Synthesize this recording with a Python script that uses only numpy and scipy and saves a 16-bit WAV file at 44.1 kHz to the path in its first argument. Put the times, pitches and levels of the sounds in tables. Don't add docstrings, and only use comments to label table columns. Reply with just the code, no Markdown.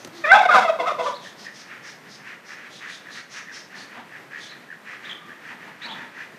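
import sys
import numpy as np
from scipy import signal
from scipy.fft import rfft, irfft, next_fast_len
from scipy.io import wavfile
from scipy.ndimage import map_coordinates

SR = 44100
rng = np.random.default_rng(int(sys.argv[2]) if len(sys.argv) > 2 else 0)


def unload_wav(signal):
    wavfile.write(
        sys.argv[1],
        SR,
        np.round(np.clip(np.atleast_2d(signal).T, -1, 1) * 32767).astype(np.int16),
    )


N = 281358

# (time [s], level [dB])
AIR_LEVELS = [(0, -44.5), (2.6, -49), (6.4, -48)]
# (centre time [s], level [dB], bill resonance [Hz])
HISS_PUFFS = [(.01, -54.5, 6070), (.18, -51, 4160), (1.069, -44, 3260), (1.26, -48.5, 3330),
              (1.426, -49, 5100), (1.59, -49.5, 5320), (1.887, -50, 5330), (2.137, -52, 4950),
              (2.507, -52.5, 5360), (2.754, -48.5, 3450), (2.931, -45.5, 3520), (3.161, -46, 4150),
              (3.358, -47, 5850), (3.57, -47.5, 5400), (3.803, -48.5, 4300), (4.437, -47, 3450)]
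# (time [s], thud level [dB], click level [dB])
MIC_BUMPS = [(.048, -32, -31), (0.058, -41, -53), (.072, -33.5, -45)]
# (start [s], end [s], first pitch [Hz], last pitch [Hz], level [dB])
FAR_NOTES = [(.13, .225, 337, 339, -49), (5.14, 5.33, 1220, 1184, -53), (5.86, 5.95, 983, 880, -45.5)]
PEEP_NOTES = [(1.115, 1.178, 3166, 4160, -48), (4.468, 4.535, 3165, 4200, -48.5),
              (5.045, 5.075, 3280, 3620, -47), (5.093, 5.135, 3550, 3240, -38.5),
              (5.818, 5.872, 3600, 4050, -42), (5.885, 5.945, 3050, 3530, -41)]
# (time [s], pitch [Hz], level [dB], roughness [0-1], mouth resonance [Hz])
YELP_CONTOUR = [(.24, 608, -24.5, 0.22, 2050), (.252, 602.7, -19, 0.16, 2140),
                (.264, 594.5, -23.5, 0.58, 1670), (.294, 662, -21, 0.28, 1660),
                (0.314, 678.6, -13, 0.18, 1890), (.319, 739, -4, 0.14, 1520), (.325, 772, -8.5, 0.2, 1440),
                (.341, 786, -5.5, 0.21, 1390), (.347, 827.4, -15, 0.5, 1420), (.361, 820, -10, 0.47, 880),
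                (0.375, 862.5, -21, 0.5, 1050), (.4, 810, -21, 0.83, 900)]
# (start [s], end [s], mid pitch [Hz], level [dB], roughness [0-1],
# share of the note before the beak shuts [0-1], lower voice gain [0-1])
GOBBLE_NOTES = [(0.341, 0.379, 640, -18, 0.08, .8, 0), (.403, 0.419, 755, -13.5, .1, .05, 0),
                (0.418, 0.446, 746, -23.5, 0.72, 1, 0.02), (0.452, .467, 719, -15, 0.31, 0.5, 0.01),
                (0.49, .505, 625, -12, 0.19, 1, 0.02), (.508, 0.549, 698, -16, .5, 1, 0),
                (0.544, 0.569, 611, -14, 0.46, 1, 0.57), (.554, 0.599, 764, -15.5, 0.41, 0.73, 0.01),
                (0.602, 0.648, 657, -25.5, 0.92, 1, 0.03), (.648, 0.672, 672, -21.5, 0.26, 0.01, 0.1),
                (0.678, 0.696, 637, -21, 0.28, 1, 0), (0.693, .709, 636, -15, 0.2, 0.04, 0.02),
                (.797, .822, 683.5, -23.5, 0.29, 0, 0.59), (0.859, .925, 618, -24.5, 0.52, 0.89, 0.02),
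                (0.872, 0.894, 696, -25, 0.33, 0, 0.01), (0.992, 1.018, 671, -25.5, 0.34, 0, 0.72),
                (1.06, 1.089, 575.7, -25, .3, 0.68, 0.51)]
# (start [s], nominal length [s], rattle level [dB], air level [dB])
LOUD_RASPS = [(1.246, 0.044, -38.5, -66), (1.448, 0.049, -35.5, -50), (1.705, 0.072, -67, -49.5),
              (1.847, 0.056, -43, -49), (2.267, 0.083, -47, -47.5), (2.49, 0.055, -39.5, -53.5),
              (2.579, 0.098, -47, -49.5), (2.812, 0.1, -43.5, -47.5), (3.053, 0.068, -38.5, -51.5),
              (3.145, 0.07, -47, -49), (3.355, 0.077, -50, -48), (3.46, 0.079, -40, -60),
              (3.539, 0.044, -48, -58), (3.709, 0.071, -41.5, -51.5), (3.787, 0.064, -45, -63),
              (4.118, 0.06, -39, -55), (4.307, 0.088, -37.5, -50.5), (4.513, 0.062, -45, -54),
              (4.687, 0.057, -37, -65), (4.869, 0.092, -42, -47.5), (5.037, 0.09, -52, -48),
              (5.28, 0.061, -39.5, -55), (5.432, 0.091, -43.5, -51), (5.596, 0.089, -44, -51),
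              (5.824, 0.052, -51, -47.5), (5.94, 0.11, -43, -52), (6.134, 0.11, -44.5, -49.5)]
# (centre time [s], width [s], level [dB])
FOOT_SCUFFS = [(3.785, 0.05, -48.5), (3.98, 0.056, -43), (5.535, 0.039, -44.5), (5.69, 0.044, -45.5),
               (5.89, 0.058, -48), (5.98, 0.15, -47)]
# (frequency [Hz], level [dB])
AIR_SPECTRUM = [(24, -57), (40, -13), (64, -21.5), (138, 0), (200, 1.5), (933, -4.5), (1870, -4.5),
                (2780, -12.5), (5990, -21.5), (10900, -28.5), (12300, -26.5), (15000, -32.5)]
HISS_SPECTRUM = [(500, -27), (1200, -9.5), (2900, 3), (3600, 4.5), (6400, 3), (7500, -6.5), (10500, -12.5),
                 (14000, -41)]
THUD_SPECTRUM = [(40, -35), (250, -3), (1000, -24), (10000, -41)]
BREATH_SPECTRUM = [(100, -58), (210, -4.5), (350, -29), (600, -53), (1000, 3), (1600, -17), (1900, -13),
                   (4600, -16), (5300, -18), (8000, -30), (14000, -43.5)]
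RASP_SPECTRUM = [(500, -30), (1250, -4), (1680, 0), (1920, 3), (2080, -2), (2400, -2.5), (2900, -9.5),
                 (3700, -18.5), (6000, -22.5), (12000, -48)]
SCUFF_SPECTRUM = [(80, -39), (200, 1), (450, -17.5), (900, -3.5), (3000, -16), (10000, -48)]
# (frequency [Hz], gain [dB])
WINDPIPE_RESPONSE = [(1500, -0.5), (1850, -16), (2080, 8), (2330, -0.5), (2650, 7), (3060, -11),
                     (3350, 12.5), (3700, 9.5), (4150, -4), (5000, -20), (7000, -40), (12000, -47)]
# (delay [s], level [dB])
WALL_ECHOES = [(.026, -13), (.038, -15), (.058, -13)]


def undb(db):
    return 10 ** (np.asarray(db) / 20)


def unit(x):
    return x / np.sqrt(np.mean(x ** 2) + 1e-18)


def colour(x, spectrum):
    hz, db = np.transpose(spectrum)
    bin_hz = np.maximum(np.fft.rfftfreq(2 * len(x), 1 / SR), 1)
    gain = unit(undb(np.interp(np.log(bin_hz), np.log(hz), db)))
    return irfft(rfft(x, 2 * len(x)) * gain)[:len(x)]


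def noise(spectrum):
    return colour(rng.standard_normal(next_fast_len(N, True)), spectrum)[:N]


def wander(rate, size):
    at = np.arange(size) * rate / SR
    return map_coordinates(rng.standard_normal(4096), [at + 2], order=3, mode="wrap")


def jittered_phase(hz, jitter, rate, size):
    return 2 * np.pi * np.cumsum(hz * (1 + jitter * wander(rate, size))) / SR


def add(out, start, x):
    i = max(int(start * SR), 0)
    out[..., i:i + x.shape[-1]] += x[..., :max(N - i, 0)]


def note(start, end, edge_s):
    length = max(end - start, .005)
    t = np.arange(int((length + 2 * edge_s) * SR)) / SR - edge_s
    ramp = np.clip((np.minimum(t, length - t) + edge_s) / (2 * edge_s), 0, 1)
    return np.clip(t / length, 0, 1), np.sin(ramp * np.pi / 2) ** 2


def swells(rows, steep):
    out = np.zeros(N)
    for at, width, db in rows:
        start = max(at - 2 * width, 0)
        t = np.arange(start, at + 2 * width, 1 / SR)
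        add(out, start, undb(db) * np.exp(-np.abs(2 * (t - at) / width) ** steep / 2))
    return out


def yard_air():
    flicker = undb(.8 * wander(14, N))
    level_db = np.interp(np.arange(N) / SR, *np.transpose(AIR_LEVELS))
    return noise(AIR_SPECTRUM) * undb(level_db) * flicker


def duck_hisses(puff_s=.081, bill_db=4, bill_q=6):
    air = noise(HISS_SPECTRUM) * undb(wander(90, N))
    out = np.zeros(N)
    for at, db, bill_hz in HISS_PUFFS:
        bill = signal.lfilter(*signal.iirpeak(bill_hz, bill_q, fs=SR), air)
        out += swells([(at, puff_s, db)], steep=3.3) * (air + undb(bill_db) * bill)
    return out


def bumps(attack_s=.001, thud_s=.0094, click_s=.0025):
    out, t = np.zeros(N), np.arange(SR // 10) / SR
    for at, thud_db, click_db in MIC_BUMPS:
        thud = colour(rng.standard_normal(len(t)), THUD_SPECTRUM) * np.exp(-t / thud_s)
        thud *= np.minimum(t / attack_s, 1)
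        click = colour(rng.standard_normal(len(t)), HISS_SPECTRUM) * np.exp(-t / click_s)
        add(out, at, undb(thud_db) * thud + undb(click_db) * click)
    return out


def whistles(rows, jitter, jitter_rate, octave_db, edge_s):
    out = np.zeros(N)
    for start, end, first_hz, last_hz, db in rows:
        progress, envelope = note(start, end, edge_s)
        hz = last_hz + (first_hz - last_hz) * (1 - progress) ** 2.1
        phase = jittered_phase(hz, jitter, jitter_rate, len(hz))
        late_swell = 1.03 + .47 * np.sin(np.pi * progress ** 1.8)
        strength = envelope * late_swell * undb(db + 1.5 * wander(jitter_rate / 2, len(hz)))
        tone = np.sin(phase) + undb(octave_db) * np.sin(2 * phase)
        add(out, start - edge_s, np.sqrt(2) * strength * tone)
    return out


def far_calls():
    return whistles(FAR_NOTES, jitter=.04, jitter_rate=190, octave_db=-22, edge_s=.02)


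def syrinx(hz, strength, rough, mouth_hz, jitter=.104, shimmer=.72, flutter_rate=550, mouth_q=9):
    def flutter():
        return (1 + shimmer * rough * wander(flutter_rate, size)) / np.hypot(1, shimmer * rough)

    size, rough = len(strength), np.clip(rough, 0, 1)
    phase = jittered_phase(hz, jitter * rough, flutter_rate, size)
    orders = np.arange(1, 5)
    ratio = np.outer(orders, hz) / mouth_hz
    gains = orders[:, None] ** -1.6 / np.hypot(1, mouth_q * (ratio - 1 / ratio))
    gains /= 1 + (ratio / 1.4) ** 8
    gains *= np.sqrt(2 / np.sum(gains ** 2, axis=0))
    partials = sum(gain * np.sin(k * phase) * flutter() for k, gain in zip(orders, gains))
    overtones = unit(sum(np.sin(k * phase) / k ** 3.2 for k in range(3, 8)))
    rasp = 2 * undb(-7) * rough * rng.standard_normal(size)
    buzz = unit((overtones + rasp) * flutter())
    buzz /= np.hypot(1, strength / undb(-15))
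    return strength * np.array([partials, undb(-11) * buzz, rough * np.ones(size)])


def yelp(edge_s=.004):
    times, *controls = np.transpose(YELP_CONTOUR)
    progress, envelope = note(times[0], times[-1], edge_s)
    t = times[0] + progress * (times[-1] - times[0])
    hz, db, rough, mouth_hz = (np.interp(t, times, column) for column in controls)
    return times[0] - edge_s, syrinx(hz, envelope * undb(db), rough, mouth_hz)


def gobble(sag=.066, arch=.14, edge_s=.005, open_hz=1330, shut_hz=700, shut_s=.0048,
           low_hz=499.5, low_rough=.44, lead_s=.008, linger_s=.0315, low_open_hz=1010, low_shut_hz=893):
    for start, end, hz, db, rough, open_share, low_gain in GOBBLE_NOTES:
        progress, envelope = note(start, end, edge_s)
        pitch = hz * (1 + sag * (.5 - progress))
        strength = envelope * undb(db) * (1 + arch * (np.sin(np.pi * progress) - 2 / np.pi))
        closure = .5 + .5 * np.tanh((progress - open_share) * (end - start) / shut_s)
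        mouth_hz = open_hz + closure * (shut_hz - open_hz)
        yield start - edge_s, syrinx(pitch, strength, rough, mouth_hz)
        if low_gain > 0:
            progress, envelope = note(start - lead_s, end + linger_s, edge_s)
            pitch = low_hz * (1 + sag * (.5 - progress))
            strength = low_gain * envelope * undb(db)
            mouth_hz = low_shut_hz + open_share * (low_open_hz - low_shut_hz)
            yield start - lead_s - edge_s, syrinx(pitch, strength, low_rough, mouth_hz)


def turkey(voice_db=1, breath_db=-8):
    layers = np.zeros((3, N))
    for start, sound in [yelp(), *gobble()]:
        add(layers, start, sound)
    partials, buzz, flow = layers
    windpipe = unit(colour(buzz, WINDPIPE_RESPONSE)) * np.std(buzz)
    return undb(voice_db) * (partials + windpipe) + undb(breath_db) * flow * noise(BREATH_SPECTRUM)


def peeps():
    tones = whistles(PEEP_NOTES, jitter=.056, jitter_rate=550, octave_db=-28, edge_s=.005)
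    return tones * unit(1 + .5 * wander(800, N))


def duck_rasps(flap_hz=80, scatter=.17, decay_cycles=.155, throat_hz=1760):
    start, length, rattle_db, puff_db = np.transpose(list(LOUD_RASPS) + flock_rasps())
    centre = start + length / 2
    cycle = jittered_phase(flap_hz, scatter, 60, N) / (2 * np.pi) % 1
    flaps = unit(cycle * np.exp(-cycle / decay_cycles))
    throat = unit(np.sin(jittered_phase(throat_hz, .06, 200, N)))
    rattle = swells(zip(centre, .73 * length, rattle_db), steep=3.2) * flaps * throat
    puffs = swells(zip(centre, .98 * length, puff_db), steep=4.5) * noise(RASP_SPECTRUM)
    return undb(-2) * rattle + undb(5.5) * puffs


def flock_rasps(from_s=1.5, gap_s=.12, length_s=.097, rattle_db=-55.5, air_db=-57):
    slots = np.arange(from_s, N / SR, gap_s)
    return [(at + gap_s * late, length_s * (.5 + stretch), rattle_db, air_db)
            for at, (late, stretch) in zip(slots, rng.random((64, 2)))]


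def scuffs():
    return swells(FOOT_SCUFFS, steep=1.8) * noise(SCUFF_SPECTRUM) * undb(3 + 2 * wander(120, N))


def yard_echo(x, tail_db, t60_s, gap_s=.012):
    t = np.arange(int(.7 * SR)) / SR
    build_up = np.clip(t / gap_s - 1, 0, 1)
    response = rng.standard_normal(len(t)) * np.exp(-np.log(1000) * t / t60_s) * build_up
    response *= undb(tail_db) / np.sqrt(np.sum(response ** 2))
    for delay, db in WALL_ECHOES:
        response[int(delay * SR)] += undb(db)
    return x + signal.fftconvolve(x, response)[:N]


def scene():
    close = yard_echo(turkey(), tail_db=-14, t60_s=.8)
    flock = duck_hisses() + far_calls() + peeps() + duck_rasps() + scuffs()
    distant = yard_echo(flock, tail_db=-10.5, t60_s=.72)
    return (yard_air() + bumps() + close + distant)[None]


def record(dry, bass_hz=90, top_hz=14900):
    x = signal.sosfilt(signal.butter(3, bass_hz, "high", fs=SR, output="sos"), dry)
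    clipped = x / (1 + x ** 16) ** (1 / 16)
    return signal.sosfilt(signal.ellip(8, .2, 70, top_hz, fs=SR, output="sos"), clipped)


dry = scene()
out = record(dry)
unload_wav(out)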